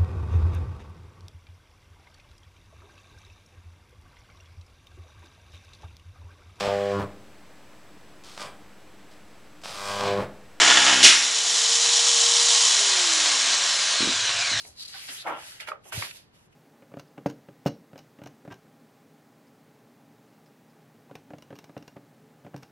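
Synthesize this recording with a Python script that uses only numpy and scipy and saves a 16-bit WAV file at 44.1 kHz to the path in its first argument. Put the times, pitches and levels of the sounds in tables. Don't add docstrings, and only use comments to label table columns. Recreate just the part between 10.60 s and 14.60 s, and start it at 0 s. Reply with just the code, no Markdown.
import sys
import numpy as np
from scipy import signal
from scipy.fft import rfft, irfft
from scipy.io import wavfile

SR = 44100
rng = np.random.default_rng(int(sys.argv[2]) if len(sys.argv) > 2 else 0)


def write(x):
    x = np.atleast_2d(x).T
    wavfile.write(sys.argv[1], SR, np.round(np.clip(x, -1, 1) * 32767).astype(np.int16))


N = 176400

# time_s, level_db
CUT_LEVEL = [(0, -9.5), (.06, -16.5), (.1, -16.5), (.16, -16.5), (.21, -21), (.28, -16), (.36, -21),
             (.42, -21.5), (.47, -42), (.5, -37)]
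# pitch_hz, level_db
CUT_TONE = [(29, 0), (50, -24), (96, -19), (129, -29), (158, -21), (317, -16.5), (434, -9), (486, -8.5),
            (954, -3), (2460, -1), (3370, -0.5), (4120, -5.5), (6760, -8.5), (10800, -36), (14100, -73),
            (22000, -120)]
# pitch_hz, width_hz, level_db
GRIPPED_SHEET = [(319, 21, 10.5), (986, 27, -5.5), (1435, 19, 1), (3370, 31, -6), (3446, 19, 3),
                 (5230, 19, 3), (7270, 120, 2)]
# start_s, level_db
BLADE_BITES = [(.03, -28), (.075, -6), (.1, -11), (.308, -29)]
# start_s, level_db
CLASH_HITS = [(.429, -9), (.439, -5), (.448, -8.5), (.459, -15.5), (.485, -15.5)]
# pitch_hz, level_db
CLASH_TONE = [(47, -64), (80, -40), (358, -11.5), (563, -26), (650, -11), (1040, -27), (1780, -7.5),
              (2230, -10), (2850, 4.5), (3160, -1.5), (5860, -1), (10800, -15.5), (14100, -61),
              (22000, -120)]
# pitch_hz, level_db, fade_s
SHEET_NOTES = [(1487, -13, .4), (2094, -6, .5), (2514, -7, .5), (2785, -9, .4), (2853, -7, .5),
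               (3440, 0, .6), (3693, -8, .6), (3849, -5, .5), (4242, -9, .6), (4910, -9, .6),
               (5198, -8, .4), (5609, -2, .45), (5943, -7, .5), (6401, -6, .35), (7106, -8, .38)]
# time_s, turns_per_s
MOTOR_SPEED = [(0, 448), (.3, 452.5), (.7, 454), (.85, 458), (1.2, 465), (1.56, 468.4), (2.04, 469.7),
               (2.12, 442), (2.25, 404), (2.48, 338), (2.7, 291), (2.9, 258), (3.1, 226), (3.3, 192),
               (3.5, 156), (3.7, 120), (3.88, 92), (4, 72)]
# time_s, level_db
WHIRR_LEVEL = [(0, -21), (.72, -24.5), (1.02, -21), (1.35, -20), (1.7, -19), (2.06, -18.5), (2.15, -20.5),
               (2.5, -23), (2.9, -25), (3.3, -28), (4, -31.5)]
# pitch_hz, level_db
WHIRR_TONE = [(59, -49), (100, -32), (140, -34.5), (427, -31.5), (462, -14), (509, -23), (670, -16),
              (1030, -8), (1720, -22.5), (1970, -14), (2540, -13.5), (3220, -3.5), (3910, 0), (4400, -2.5),
              (5570, 1), (7050, 0.5), (10800, -18), (14100, -128), (22000, -120)]
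# pitch_hz, width_hz, level_db
MOTOR_HOUSING = [(954, 23, -24.5), (1940, 46, 0), (3035, 360, -3.5), (3980, 75, -3), (5414, 85, -15.5),
                 (6720, 53, -11.5)]
# time_s, level_db
RATTLE_LEVEL = [(0, -33.5), (2.05, -29), (2.25, -26.5), (2.6, -24), (2.88, -23), (2.97, -23), (3.2, -22),
                (3.38, -20.5), (3.55, -21.5), (4, -18)]
# pitch_hz, level_db
RATTLE_TONE = [(59, -89), (100, -52), (157, -37), (215, -26), (683, -7), (831, -12.5), (1090, -4),
               (1380, -7), (1500, -6.5), (4070, -1.5), (6780, -7.5), (10800, -29), (14100, -101),
               (22000, -120)]
# pitch_hz, width_hz, level_db
GEAR_CASING = [(684, 45, -8), (1580, 170, 2), (2400, 220, -9), (2920, 160, -9), (4030, 280, -3),
               (6130, 200, -8)]
# cycles_per_turn, level_db, fade_below_hz, silent_above_hz
WHINE_NOTES = [(24, -35.5, 1900, 14000), (32, -35, 5500, 14000), (48, -34.5, 3800, 14000),
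               (72, -37, 4800, 9500), (96, -42, 7500, 10500)]
# time_s, level_db
HUM_LEVEL = [(0, -50), (.6, -52), (.85, -51.5), (1.17, -43.5), (1.66, -40.5), (2.03, -43), (2.13, -60),
             (2.2, -45.5), (2.47, -43.5), (2.8, -55), (3.2, -66), (4, -61)]
# pitch_hz, width_hz, level_db
BENCH_WOOD = [(132.8, 17, -1), (205, 53, -4), (258.8, 7.8, 9.5), (302, 56, 3.5), (451, 27, -8),
              (580, 44, -28)]
# time_s, level_db
DRONE_LEVEL = [(0, -49), (.25, -49), (.35, -42), (.46, -41), (.52, -54), (.7, -61.5), (.8, -85)]
# start_s, level_db
BENCH_KNOCKS = [(3.405, -30), (3.429, -31), (3.455, -35), (3.473, -27), (3.915, -42.5)]
# time_s, level_db
BOOM_LEVEL = [(0, -94), (3.38, -88), (3.45, -55), (3.65, -54), (3.77, -45), (3.89, -65), (3.93, -43),
              (4, -37)]
# pitch_hz, level_db
SIDE_TONE = [(1500, -33), (2300, 13), (3300, 2), (5000, -31), (6300, -2.5), (8000, 18.5), (10500, -0.5)]

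TURNS_PER_STROKE, DULL_BELOW_TURNS_PER_S = 7, 220
WHINE_JITTER_RAD, WHINE_FLUTTER, WHINE_RING = 1.3, .6, .9
SHIMMER_DELAY_S = .016
BOOM_HZ, BOOM_WIDTH_HZ = 107.7, 22
ECHO_FADE_S, ECHO_DB, SIDE_DB = .46, -6.5, -20


def cutting(turns):
    strokes = pulses(turns / TURNS_PER_STROKE, scatter_db=3)
    snap = unit(steady(strokes, noise() * fade(.1)))
    tear = unit(noise() * steady(strokes, fade(.25)))
    bites = noise() * ring(blows(BLADE_BITES), fade(.08))
    force = unit(snap + tear) * undb(curve(CUT_LEVEL)) + bites
    cut = colour(force + resonate(force, GRIPPED_SHEET), CUT_TONE)
    return undb(-2) * band(cut, 55, "high")


def clash():
    hits = blows(CLASH_HITS)
    crash = colour(noise() * die_away(hits, .26), CLASH_TONE)
    late_hits = np.roll(hits, int(SHIMMER_DELAY_S * SR))
    shimmer = band(band(noise(), 1250, "high", order=4), 2960, "low") * die_away(late_hits, .7)
    t = np.arange(N) / SR
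    notes = sum(undb(db) * np.sin(2 * np.pi * (hz * t + rng.random())) * die_away(hits, fade_s)
                for hz, db, fade_s in SHEET_NOTES)
    return undb(-1) * crash + undb(-2) * shimmer + undb(-12) * notes


def motor_whirr(turns):
    strokes = turns / TURNS_PER_STROKE
    grit = undb(2.8 * np.tanh(wander(hz=450)) + 1.02 * wander(hz=40))
    throb = undb(.36 * np.cos(2 * np.pi * strokes))
    slap = unit(steady(pulses(strokes, scatter_db=2), noise() * fade(.033)))
    rush = (noise() * grit + undb(-13) * slap) * throb
    whirr = colour(rush + resonate(rush, MOTOR_HOUSING), WHIRR_TONE)
    return unit(whirr) * undb(curve(WHIRR_LEVEL))


def gear_rattle(turns, speed):
    clatter = steady(pulses(turns, scatter_db=4.5), fade(.054))
    rattle = noise() * (unit(clatter) + .5)
    pace = speed / DULL_BELOW_TURNS_PER_S
    hollow = undb(-1.5 + 13.6 * (1 - pace))
    body = colour(rattle + hollow * resonate(rattle, GEAR_CASING), RATTLE_TONE) / np.hypot(1, .5 * hollow)
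    dull = band(body, 3800, "low", order=1)
    treble = (body - dull) * np.minimum(pace, 1) ** 1.1
    return unit(dull + treble) * undb(curve(RATTLE_LEVEL))


def whines(turns, speed):
    notes = 0
    for per_turn, db, fade_below_hz, silent_above_hz in WHINE_NOTES:
        phase = 2 * np.pi * per_turn * turns + WHINE_JITTER_RAD * wander(hz=79.5)
        in_range = np.clip((silent_above_hz - per_turn * speed) / 1000, 0, 1)
        note = np.sqrt(2) * np.sin(phase) * (1 + WHINE_FLUTTER * wander(hz=60)) * in_range
        notes += undb(db) * band(note, fade_below_hz, "high", order=3)
    return band(notes + WHINE_RING * resonate(notes, GEAR_CASING), 6200, "low")


def rotor_hum(turns):
    return np.sqrt(2) * np.sin(2 * np.pi * turns) * undb(curve(HUM_LEVEL) + .24 * wander(hz=12))


def bench(turns):
    shake = unit(pulses(turns / TURNS_PER_STROKE, scatter_db=-2)) + .22 * noise()
    drone = band(band(resonate(shake, BENCH_WOOD), 255, "low"), 60, "high")
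    drone = unit(drone) * undb(curve(DRONE_LEVEL))
    hollow = [(BOOM_HZ, BOOM_WIDTH_HZ, 0)]
    boom = unit(resonate(resonate(noise(), hollow), hollow)) * undb(curve(BOOM_LEVEL))
    knocks = blows(BENCH_KNOCKS)
    tail = noise() * fade(.22)
    thuds = resonate(knocks + undb(-3) * ring(knocks, tail / np.linalg.norm(tail)), BENCH_WOOD)
    return drone + boom + undb(44.5) * band(band(thuds, 120, "high", order=1), 580, "low")


def workshop_echo(sound):
    tails = [band(noise(), 273, "high") * fade(ECHO_FADE_S) for _ in range(2)]
    echo, wide = (steady(sound, tail / np.linalg.norm(tail)) for tail in tails)
    middle = (sound + undb(ECHO_DB) * echo) / np.hypot(1, undb(ECHO_DB))
    side = undb(SIDE_DB) * band(colour(wide, SIDE_TONE), 1500, "high", order=4)
    return middle, side


def room_rumble():
    return undb(-64) * unit(band(band(noise(), 98, "high"), 310, "low"))


def undb(db):
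    return 10 ** (np.asarray(db) / 20)


def unit(x):
    return x / np.sqrt(np.mean(x ** 2))


def curve(rows):
    return np.interp(np.arange(N) / SR, *np.array(rows, float).T)


def noise():
    return rng.standard_normal(N)


def band(x, hz, kind, order=2):
    return signal.sosfilt(signal.butter(order, min(hz, .45 * SR), kind, fs=SR, output="sos"), x)


def wander(hz):
    return unit(band(noise(), hz, "low"))


def ring(x, response):
    return signal.fftconvolve(x, response)[:N]


def steady(x, response):
    lead = SR // 2
    return signal.fftconvolve(np.pad(x, (lead, 0), mode="reflect"), response)[lead:lead + N]


def colour(x, points, size=4096):
    hz, db = np.array(points, float).T
    pitches = np.maximum(np.arange(size // 2 + 1) * SR / size, 1)
    gain = undb(np.interp(np.log(pitches), np.log(hz), db)) * np.minimum(pitches / hz[0], 1)
    cepstrum = irfft(np.log(gain))
    cepstrum[1:size // 2] *= 2
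    cepstrum[size // 2 + 1:] = 0
    response = irfft(np.exp(rfft(cepstrum)))
    return ring(x, response / np.linalg.norm(response))


def resonate(x, rows):
    return sum(undb(db) * signal.lfilter(*signal.iirpeak(hz, hz / width, fs=SR), x)
               for hz, width, db in rows)


def pulses(cycles, scatter_db):
    at = np.flatnonzero(np.diff(np.floor(cycles)) > 0)
    part = (np.ceil(cycles[at]) - cycles[at]) / (cycles[at + 1] - cycles[at])
    size = undb(scatter_db * noise()[:len(at)])
    out = np.zeros(N)
    out[at], out[at + 1] = size * (1 - part), size * part
    return out


def blows(rows):
    out = np.zeros(N)
    for start_s, db in rows:
        out[int(start_s * SR)] += undb(db)
    return out


def fade(fade_s):
    return np.exp(-np.log(1000) * np.arange(N) / SR / fade_s)


def die_away(hits, fade_s):
    return np.sqrt(np.abs(ring(hits ** 2, fade(fade_s) ** 2)))


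def scene():
    speed = curve(MOTOR_SPEED)
    turns = np.cumsum(speed * (1 + .000393 * wander(hz=14.4))) / SR
    shear = motor_whirr(turns) + gear_rattle(turns, speed) + cutting(turns) + clash()
    middle, side = workshop_echo(shear)
    middle += room_rumble() + whines(turns, speed) + rotor_hum(turns) + bench(turns)
    return np.array([middle + side, middle - side])


def record(dry):
    rounded = dry / (1 + (dry / .95) ** 6) ** (1 / 6)
    return signal.sosfilt(signal.ellip(10, .2, 80, 11000, fs=SR, output="sos"), rounded)


dry = scene()
out = record(dry)
write(out)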